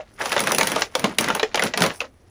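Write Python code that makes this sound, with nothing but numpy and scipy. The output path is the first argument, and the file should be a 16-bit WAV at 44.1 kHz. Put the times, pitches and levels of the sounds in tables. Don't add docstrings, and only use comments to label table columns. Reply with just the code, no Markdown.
import sys
import numpy as np
from scipy import signal
from scipy.fft import rfft, irfft, next_fast_len
from scipy.io import wavfile

SR = 44100
rng = np.random.default_rng(int(sys.argv[2]) if len(sys.argv) > 2 else 0)


def gain_from_db(level_db):
    decades = np.asarray(level_db, float) / 20
    return 10 ** decades


def transcribe(signal):
    frames = np.atleast_2d(signal).T
    limited = np.clip(frames, -1, 1)
    pcm = np.round(limited * 32767).astype(np.int16)
    wavfile.write(sys.argv[1], SR, pcm)


N = 101429
SPIKY_DB = 3


def unit(x):
    return x / np.sqrt(np.mean(x ** 2) + 1e-20)


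def along(points, hz):
    f, v = np.transpose(points)
    return np.interp(np.log(hz + 1), np.log(f + 1), v)


def curves(rows):
    s, *cols = np.transpose(rows)
    return [np.interp(np.arange(N) / SR, s, c) for c in cols]


def coloured(x, points):
    m = 2 * next_fast_len(len(x) // 2 + 4096)
    gain = unit(gain_from_db(along(points, np.fft.rfftfreq(m, 1 / SR))))
    cepstrum = irfft(np.log(gain + 1e-4), m)
    cepstrum[1:m // 2] *= 2
    cepstrum[m // 2 + 1:] = 0
    response = np.exp(rfft(cepstrum))
    return irfft(rfft(x, m) * response, m)[:len(x)]


def spiky(size, spread_db=SPIKY_DB):
    gain_db = spread_db * np.repeat(rng.standard_normal(size // 16 + 1), 16)[:size]
    return unit(rng.standard_normal(size) * gain_from_db(gain_db))


def waver(size, hz, q):
    peak = signal.iirpeak(hz, q, SR)
    once = signal.lfilter(*peak, rng.standard_normal(2 * size))
    return unit(signal.lfilter(*peak, once)[size:])


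# (frequency [Hz], relative density [dB per Hz])
FLOOR_SPECTRUM = [(15, -98), (25, -9.5), (87, -5.5), (170, -18), (263, -15), (16000, -56)]
FLOOR_DB = -53.5


def room_hum():
    return gain_from_db(FLOOR_DB) * coloured(rng.standard_normal(N), FLOOR_SPECTRUM)


CRACKLE_SPREAD_DB, CRACKLE_T60_S = 3.5, 0.014


def crackle(per_s):
    luck = rng.random((2, N))
    size_db = -CRACKLE_SPREAD_DB * np.log(luck[1] + 0.0047)
    starts = (luck[0] < per_s / SR) * gain_from_db(size_db)
    decay = gain_from_db(-60 / (CRACKLE_T60_S * SR))
    return unit(signal.lfilter([1], [1, -decay], starts) * spiky(N))


# (time [s], rustle level [dB], treble level over the rustle [dB])
HANDLING = [(0, -45, -31), (.045, -62.5, -17), (.15, -61, -2), (.175, -54.5, -16), (.205, -31.5, -10),
            (.42, -31.5, -13.5), (.65, -32.5, -8), (.83, -29.5, -19.5), (.9, -58.5, -10), (.96, -41.5, -12),
            (1.08, -32.5, -24.5), (1.17, -52, -12), (1.2, -32, -17), (1.36, -35, -22), (1.5, -48.5, -28),
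            (1.56, -50.5, -16.5), (1.66, -27, -13), (1.73, -51.5, -30), (1.82, -25, -9),
            (1.9, -30.5, -30.5), (1.96, -50.5, 1.5), (2.0, -52.5, -1.5), (2.05, -43, -36), (2.09, -70, -5)]
# (frequency [Hz], relative density [dB per Hz])
PAPER_SPECTRUM = [(180, -25), (329, -14.5), (445, -1.5), (2080, -5), (7000, -20), (9100, -46),
                  (15400, -120)]
# (frequency [Hz], relative density [dB per Hz])
MIC_TREBLE = [(3530, -20.5), (6000, 4), (7280, -12.5), (7900, -5.5), (10200, 4.5), (12600, -13.5),
              (13600, -16.5), (15000, 1.5), (16000, -27)]
CRACKLES_PER_S, CRACKLE_Q, RUB_DB = 1700, 1.74, -8


def rustle():
    level_db, treble_db = curves(HANDLING)
    colours_hz = np.geomspace(350, 14000, 10)
    creases = np.zeros(N)
    for hz in colours_hz:
        peak = signal.iirpeak(hz, CRACKLE_Q, SR)
        creases += signal.lfilter(*peak, crackle(CRACKLES_PER_S / len(colours_hz)))
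    rub = gain_from_db(RUB_DB) * rng.standard_normal(N)
    grain = gain_from_db(level_db) * (unit(creases) + rub)
    treble_rub = gain_from_db(level_db + RUB_DB) * rng.standard_normal(N)
    treble = gain_from_db(treble_db) * (grain + treble_rub)
    return coloured(grain, PAPER_SPECTRUM) + coloured(treble, MIC_TREBLE)


# (time [s], level [dB], pitch [Hz])
THUMPS = [(0, -26, 610), (0.209, -28.5, 449), (1.037, -11, 212), (1.43, -11, 440), (1.809, -11.5, 170),
          (2.012, -27, 587)]
# (time [s], level over the rustle [dB])
RUMBLE = [(.35, -13), (.42, -0.5), (.75, -2), (.84, -18), (1.06, 4.5), (1.34, 2), (1.43, -15), (1.6, 1.5),
          (1.88, 0), (2.0, -19)]
THUMP_T60_S, THUMP_Q, WAVER_DB = 0.092, 1.7, -6.5
RUMBLE_HZ, RUMBLE_Q = 216, 0.97


def boom():
    thumps, t = np.zeros(N + SR), np.arange(SR // 3) / SR
    for s, db, hz in THUMPS:
        tone = np.sin(2 * np.pi * hz * t) + gain_from_db(WAVER_DB) * waver(len(t), hz, THUMP_Q)
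        rise = 1 - np.exp(-2 * t * hz)
        thumps[round(s * SR):][:len(t)] += gain_from_db(db - 60 * t / THUMP_T60_S) * rise * tone
    rumble_db = curves(HANDLING)[0] + curves(RUMBLE)[0]
    return thumps[:N] + gain_from_db(rumble_db) * waver(N, RUMBLE_HZ, RUMBLE_Q)


SPLIT_HZ = 3250


def split(x, kind):
    return signal.sosfilt(signal.butter(2, SPLIT_HZ, kind, fs=SR, output="sos"), x)


RISE_S, BURST_S = 0.0012, 0.0031


def burst(t, t60_s, spread_db):
    shape = np.minimum(t / RISE_S, 1) ** 2 * gain_from_db(-60 * np.maximum(t - BURST_S, 0) / t60_s)
    return unit(spiky(len(t), spread_db) * shape) * np.sqrt(np.mean(shape ** 2))


# (time [s], level [dB], ring [Hz], treble over level [dB], crisp bite over level [dB])
SNAPS = [(0.2093, -10, 1650, -42, -28), (0.2561, -9.5, 1220, -18, -13), (0.3187, -8, 2650, -11, -13),
         (0.3256, -8.5, 1330, -14, -9), (0.3632, -4, 960, -40, -16.5), (0.3779, -7, 3600, -26, -11.5),
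         (0.3917, -11.5, 2160, -7.5, -8.5), (0.4024, -11, 1280, -3.5, -9), (0.4371, -19, 940, -5, -8),
         (0.4706, -4.5, 1550, -13.5, -12.5), (0.4922, -11, 1140, -20, -19), (0.5179, -7, 1270, -4.5, -10),
         (0.5465, -14.5, 2750, -0.5, -8), (0.5823, -3.5, 970, -6, -8), (0.6092, -0.5, 2200, -20, -10.5),
         (0.63, -9.5, 910, -9.5, -5.5), (0.6701, -9, 1950, -4, -7.5), (0.7166, -8.5, 1590, -10, -12),
         (0.759, -7, 1210, -20, -12), (0.7939, -18.5, 1350, -9, -12.5), (0.8077, -26, 2100, 2, -12),
         (0.819, -6.5, 2040, -31, -5), (0.9512, -7, 990, -11, -5.5), (0.9931, -16.5, 2200, -6, -10.5),
         (1.041, -3, 1040, -19.5, -10), (1.1838, -6.5, 2910, -4, -2.5), (1.208, -9.5, 1710, -3, -26),
         (1.2415, -14.5, 1130, -8, -2.5), (1.283, -7, 2030, -15, -13.5), (1.3007, -4, 1380, -30, -15),
         (1.3485, -7.5, 960, -9.5, -15), (1.395, -6, 4000, -28, -13.5), (1.429, -6.5, 1850, -28.5, -8.5),
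         (1.5436, -7.5, 780, -25.5, -8), (1.5551, -9.5, 4970, -14, -7), (1.5736, -4.5, 2980, -35, -18),
         (1.5933, -4, 1850, -23, -16.5), (1.6212, -4.5, 1480, -22.5, -10.5),
         (1.6353, -12.5, 820, -4.5, -7.5), (1.7364, -8, 1840, -35.5, -11.5), (1.7735, -8, 1350, -9.5, -6),
         (1.8044, -10.5, 2120, -9, -10.5), (1.8188, -5, 1310, -9.5, -4.5), (1.8366, -2, 1020, -19, -12),
         (1.8609, -10, 1330, -10.5, -8.5), (2.0033, -13, 2600, -21, -7.5), (2.0128, -14.5, 1210, -24, -16)]
SNAP_DB, BITE_DB, SHINE_DB, HOLLOW_DB = -13, 5, -5, -5
BURST_T60_S, BITE_T60_S, SHINE_T60_S, SHINE_SPIKY_DB = 0.042, 0.015, 0.0091, -1
RING_DB, RING_Q = 3.5, 8.5
HOLLOW_HZ, HOLLOW_Q, HOLLOW_T60_S, HOLLOW_RISE_S = 540, 1.08, 0.095, 0.0043
HOLLOW_DB_PER_OCTAVE = -6.5


def snaps():
    crease, shine, hollow = np.zeros((3, N + SR))
    t = np.arange(SR // 8) / SR
    for s, db, hz, treble_db, bite_db in SNAPS:
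        i = round(s * SR)
        dull = gain_from_db(db + SNAP_DB) * split(burst(t, BURST_T60_S, SPIKY_DB), "low")
        crisp = gain_from_db(db + bite_db + BITE_DB) * split(burst(t, BITE_T60_S, SPIKY_DB), "high")
        clicks = dull + crisp
        ring = gain_from_db(RING_DB) * signal.lfilter(*signal.iirpeak(hz, RING_Q, SR), clicks)
        crease[i:][:len(t)] += clicks + ring
        shine[i:][:len(t)] += gain_from_db(db + treble_db + SHINE_DB) * burst(t, SHINE_T60_S, SHINE_SPIKY_DB)
        body_db = HOLLOW_DB + HOLLOW_DB_PER_OCTAVE * np.log2(hz / HOLLOW_HZ)
        envelope = gain_from_db(db + body_db - 60 * t / HOLLOW_T60_S) * (1 - np.exp(-t / HOLLOW_RISE_S))
        hollow[i:][:len(t)] += envelope * waver(len(t), HOLLOW_HZ, HOLLOW_Q)
    return coloured(crease[:N], PAPER_SPECTRUM) + coloured(shine[:N], MIC_TREBLE) + hollow[:N]


# (frequency [Hz], T60 [s])
ROOM_T60 = [(200, 0.31), (1000, 0.075), (4000, 0.096), (12000, 0.13)]
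ROOM_DB = -7.5


def room(x):
    out, step = np.zeros(N + SR), SR // 16
    for i in range(0, N, step):
        hz, t, z = signal.stft(rng.standard_normal(SR // 4), SR, nperseg=256)
        decay = gain_from_db(-60 * t / along(ROOM_T60, hz)[:, None])
        tail = signal.istft(z * decay, SR, nperseg=256)[1]
        wet = signal.fftconvolve(x[i:i + step], tail / np.linalg.norm(tail))
        out[i + 150:][:len(wet)] += wet
    return out[:N]


def scene():
    floor = room_hum()
    bag = rustle() + snaps()
    return (bag + gain_from_db(ROOM_DB) * room(bag) + boom() + floor)[None]


def roll_off(x):
    return signal.sosfilt(signal.butter(12, 17150, fs=SR, output="sos"), x)


CEILING, TOP_HZ = .7, 16900


def record(dry):
    soft = dry / (1 + np.abs(dry / CEILING) ** 5) ** (1 / 5)
    low_pass = signal.ellip(8, .3, 60, TOP_HZ, fs=SR, output="sos")
    limited = signal.sosfilt(low_pass, soft)
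    return roll_off(limited)


dry = scene()
out = record(dry)
transcribe(out)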